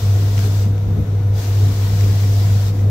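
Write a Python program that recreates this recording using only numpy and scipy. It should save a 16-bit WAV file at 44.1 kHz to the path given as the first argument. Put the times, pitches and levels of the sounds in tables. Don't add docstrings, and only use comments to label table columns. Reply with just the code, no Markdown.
import sys
import numpy as np
from scipy import signal
from scipy.fft import rfft, irfft, next_fast_len
from scipy.io import wavfile
from scipy.ndimage import uniform_filter1d, map_coordinates

SR = 44100
rng = np.random.default_rng(int(sys.argv[2]) if len(sys.argv) > 2 else 0)


def transcribe(signal):
    frames = np.atleast_2d(signal).T
    limited = np.clip(frames, -1, 1)
    pcm = np.round(limited * 32767).astype(np.int16)
    wavfile.write(sys.argv[1], SR, pcm)


N = 127890
T_S = np.arange(N) / SR


def amp(db):
    return 10 ** (np.asarray(db) / 20)


def unit(x):
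    return x / np.sqrt(np.mean(x ** 2) + 1e-20)


def along(points, hz):
    f, v = np.transpose(points)
    return np.interp(np.log(hz + 1), np.log(f + 1), v)


def curves(rows):
    s, *cols = np.transpose(rows)
    return [np.interp(T_S, s, c) for c in cols]


def wobble(knots_per_s):
    knots = rng.standard_normal(int(N * knots_per_s / SR) + 4)
    return map_coordinates(knots, [np.arange(N) * knots_per_s / SR])


def filtered(x, response):
    m = next_fast_len(N + SR // 2)
    hz = np.fft.rfftfreq(m, 1 / SR)
    return irfft(rfft(x, m) * response(hz), m)[..., :N]


def resonances(table):
    def response(f):
        total = 0
        for k, (centre_hz, width_hz, db) in enumerate(table):
            gain = amp(db) * np.sqrt(SR / (np.pi * width_hz))
            damping = 1j * f * width_hz
            total = total + (-1) ** k * gain * damping / (centre_hz ** 2 - f * f + damping)
        return total
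    return response


# frequency in Hz, correlation (0 to 1).
LIKENESS = [(60, 1), (130, 0.97), (290, 0.93), (500, 0.8), (800, 0.63), (1200, 0.0073), (1600, 0.025),
            (15000, 0)]


def spread(pair, response):
    def mid_side(hz):
        turn = np.arccos(np.clip(along(LIKENESS, hz), -1, 1)) / 2
        return response(hz) * np.array([np.cos(turn), np.sin(turn)])
    mid, side = filtered(pair, mid_side)
    return np.array([mid + side, mid - side])


def patchy(depth_db):
    z = signal.stft(rng.standard_normal((2, N)), nperseg=512)[2]
    field = uniform_filter1d(rng.standard_normal(z.shape[1:]), size=3, axis=0)
    field = uniform_filter1d(field, size=12, axis=1)
    return unit(signal.istft(z * amp(depth_db * unit(field)), nperseg=512)[1][:, :N])


# time in seconds, rms level in dB before smoothing.
HUM_LEVEL = [(0.0, -32), (0.03, -15), (0.16, -11.5), (0.25, -14.5), (0.7, -14.5), (0.8, -18), (0.83, -14.5),
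             (0.88, -19.5), (0.93, -13), (0.96, -18), (1.03, -17), (1.06, -26), (1.09, -16.5),
             (1.39, -14.5), (1.42, -25), (1.44, -19), (1.63, -10.5), (1.75, -17.5), (1.85, -13),
             (1.89, -19.5), (1.92, -12.5), (1.98, -16.5), (2.03, -10), (2.07, -14.5), (2.1, -11),
             (2.16, -14), (2.56, -12.5), (2.75, -18), (2.88, -12)]
# frequency in Hz, width in Hz, level in dB before narrowing.
HUM_FLUTTER = [(93.9, 6.3, -32), (116.46, 16.2, -29.5), (131.7, 2.7, -42)]
# frequency in Hz, mean rms level in dB.
WHINE_TONES = [(42.5, -37.5), (57.5, -40.5), (200, -40.5), (242.4, -52.5), (484.8, -43.5), (678, -53),
               (729, -55), (969, -58)]
HUM_HZ, HUM_START_RAD, HUM_SMOOTH_SAMPLES = 99.96, 4.6, 900
WHINE_SWAY_DB, WHINE_SWAY_S = 1.5, .00025


def motor():
    level = amp(uniform_filter1d(curves(HUM_LEVEL)[0], size=HUM_SMOOTH_SAMPLES))
    hum = np.sqrt(2) * level * np.sin(2 * np.pi * HUM_HZ * T_S + HUM_START_RAD)

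    def steep(f):
        total = 0
        for centre_hz, width_hz, db in HUM_FLUTTER:
            damping = 2j * f * width_hz
            second = damping / (centre_hz ** 2 - f * f + damping)
            total = total + resonances([(centre_hz, width_hz, db)])(f) * second
        return total

    flutter = unit(level) * filtered(rng.standard_normal(N), steep)
    whine = np.zeros(N)
    for hz, db in WHINE_TONES:
        gain = np.sqrt(2) * amp(db + WHINE_SWAY_DB * wobble(5.74))
        swayed_s = T_S + WHINE_SWAY_S * wobble(12)
        whine += gain * np.sin(2 * np.pi * hz * swayed_s + rng.uniform(0, 2 * np.pi))
    return hum + flutter + whine


# time in seconds, level in dB before TEAR_LIFT_DB.
SHEET_LEVEL = [(0, -38.5), (.09, -39.5), (.33, -39.5), (.38, -37.5), (.46, -36.5), (.49, -39), (.63, -39.5),
               (.665, -45), (.73, -54), (1.32, -54), (1.36, -43), (1.39, -38.5), (1.43, -37.5), (1.52, -40),
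               (1.8, -38.5), (1.95, -38), (2.3, -38), (2.63, -39), (2.69, -39), (2.72, -48), (2.79, -47),
               (2.88, -52)]
# frequency in Hz, relative density in dB per Hz before the bass cut.
TEAR_COLOUR = [(410, -26), (700, 8.5), (767, -2), (840, -1.5), (908, -1.5), (957, -2.5), (1590, -10),
               (1860, -9.5), (2780, -12), (3700, -10), (5840, -11.5), (7670, -15.5), (9830, -23),
               (12600, -16.5), (15700, -17.5)]
FIBRES_PER_S, FIBRE_SPREAD_DB, FIBRE_POWER_SHARE = 8000, 3, .4
TEAR_LIFT_DB, TEAR_SWAY_DB, BASS_CUT_HZ = 3.5, .25, 900


def cutters():
    size = amp(FIBRE_SPREAD_DB * rng.standard_normal((2, N))) * rng.choice([-1, 1], size=(2, N))
    ticks = unit(size * (rng.random((2, N)) < FIBRES_PER_S / SR))
    hiss = patchy(depth_db=2.0)
    source = np.sqrt(FIBRE_POWER_SHARE) * ticks + np.sqrt(1 - FIBRE_POWER_SHARE) * hiss

    def colour(hz):
        bass_cut = hz ** 2 / (hz ** 2 + BASS_CUT_HZ ** 2)
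        return amp(along(TEAR_COLOUR, hz)) * bass_cut

    tear = unit(spread(source, colour))
    return amp(curves(SHEET_LEVEL)[0] + TEAR_LIFT_DB + TEAR_SWAY_DB * wobble(16)) * tear


# start in seconds, level in dB before SNAP_LIFT_DB and the rise, brightness in dB.
PAPER_SNAPS = [(.3782, -26, -3), (.3905, -26, -5), (.4408, -30, -3), (.779, -38, -4), (1.99, -33, -12),
               (2.008, -32, 3), (2.0364, -32, -8), (2.045, -33, -6), (2.7916, -38, -6)]
# frequency in Hz, width in Hz, relative level in dB.
SHEET_RESONANCES = [(1310, 490, -4), (2150, 840, 5.5), (3350, 580, -2.5), (5830, 1300, -5)]
SNAP_T60_S, SNAP_RISE_S, SNAP_LIFT_DB = .016, .0006, 2


def snaps():
    dull = unit(spread(rng.standard_normal((2, N)), resonances(SHEET_RESONANCES[:-1])))
    bright = unit(spread(rng.standard_normal((2, N)), resonances(SHEET_RESONANCES[-1:])))
    out = np.zeros((2, N))
    for start_s, db, bright_db in PAPER_SNAPS:
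        u = np.clip(T_S - start_s, 0, 1)
        decay = amp(db + SNAP_LIFT_DB - 60 * u / SNAP_T60_S)
        rise = 1 - np.exp(-u / SNAP_RISE_S)
        out += decay * rise * (dull + amp(bright_db) * bright)
    return out


CASING_DB, CASING_SPACING_HZ = 1.5, 50


def casing():
    knots = rng.standard_normal((2, int(SR / 2 / CASING_SPACING_HZ) + 4))

    def response(hz):
        ripple = np.array([map_coordinates(k, [hz / CASING_SPACING_HZ]) for k in knots])
        return amp(CASING_DB * ripple)
    return response


# frequency in Hz, width in Hz, rms level in dB without jolts.
FRAME_RESONANCES = [(72.5, 13, -38.5), (148, 7.5, -44), (160.5, 7.1, -37), (216, 23, -42),
                    (268.3, 8.5, -43.5), (284.4, 11, -44.5), (307, 8.6, -49.5), (352.3, 15.6, -46),
                    (421.2, 13.5, -43), (441, 40, -46), (520, 47, -49), (623, 9.5, -51.5),
                    (703, 110, -51.5), (827, 80, -55.5), (1174, 43, -64.5), (1308, 45, -57),
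                    (1463, 25, -57.5)]
# start in seconds, nominal strength in dB over the rumble.
FRAME_JOLTS = [(.14, 5), (0.432, 10.5), (.47, 2), (.56, 3.5), (.65, 4.5), (.73, 5), (0.841, 9), (0.948, 13),
               (1.58, 9.5), (1.89, 6.5), (2.03, 6.5), (2.31, 7.5), (2.52, 7), (2.79, 10.5)]
THUD_RISE_S, THUD_FALL_S = .01, .045
JOLT_HZ = 352


def frame():
    jolts = np.zeros(N)
    for start_s, db in FRAME_JOLTS:
        u = np.clip(T_S - start_s, 0, None)
        pulse = 2 * (1 - np.exp(-u / THUD_RISE_S)) * np.exp(-u / THUD_FALL_S)
        jolts += (amp(db) - 1) * pulse
    shake = patchy(depth_db=2.5)
    shake = shake + filtered(jolts * shake, lambda hz: 1 / (1 + (hz / JOLT_HZ) ** 2))
    return spread(shake, resonances(FRAME_RESONANCES))


# frequency in Hz, relative density in dB per Hz.
GEAR_COLOUR = [(30, -25), (48, -6), (70, -17.5), (100, -12.5), (130, -14), (160, -22), (325, -24),
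               (480, -21), (680, -33), (1030, -32), (1500, -36), (2100, -38), (3000, -43.5), (3700, -39.5),
               (4800, -51), (6000, -44.5), (7500, -54.5), (9800, -57.5), (12500, -50.5), (15700, -53)]
GEAR_DB = -35


def running_gear():
    roar = unit(spread(patchy(depth_db=.8), lambda hz: amp(along(GEAR_COLOUR, hz))))
    return amp(GEAR_DB) * roar


# time in seconds, frequency in Hz, level in dB before the fuzz.
ROLLER_SQUEAK = [(0, 11500, -64), (.7, 11500, -66), (.82, 11500, -58), (.85, 11550, -59), (.87, 12100, -58),
                 (.91, 12150, -55), (.95, 11800, -56), (1.02, 11450, -57), (1.12, 11500, -65),
                 (1.3, 11500, -60), (2, 11500, -60), (2.35, 11500, -53), (2.7, 11500, -62),
                 (2.9, 11500, -56)]
FUZZ_KNOTS_PER_S = 300


def rollers():
    hz, db = curves(ROLLER_SQUEAK)
    fuzz = np.array([wobble(FUZZ_KNOTS_PER_S), wobble(FUZZ_KNOTS_PER_S)])
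    return amp(db) * fuzz * np.sin(2 * np.pi * np.cumsum(hz) / SR)


def scene():
    paper = filtered(cutters() + snaps(), casing())
    return motor() + paper + frame() + running_gear() + rollers()


# frequency in Hz, left over right in dB.
LEFT_OVER_RIGHT = [(60, 1.5), (99, 0.5), (160, 2), (270, 2.5), (450, 4.5), (740, 4), (1220, 4.5), (2010, 4),
                   (3330, 2), (5500, 6.5), (9080, 0.5), (15000, -1)]
TOP_HZ = 15740


def record(dry):
    def ports(hz):
        balance_db = np.outer([.5, -.5], along(LEFT_OVER_RIGHT, hz))
        return amp(balance_db) * (hz < TOP_HZ)
    return filtered(dry, ports)


dry = scene()
out = record(dry)
transcribe(out)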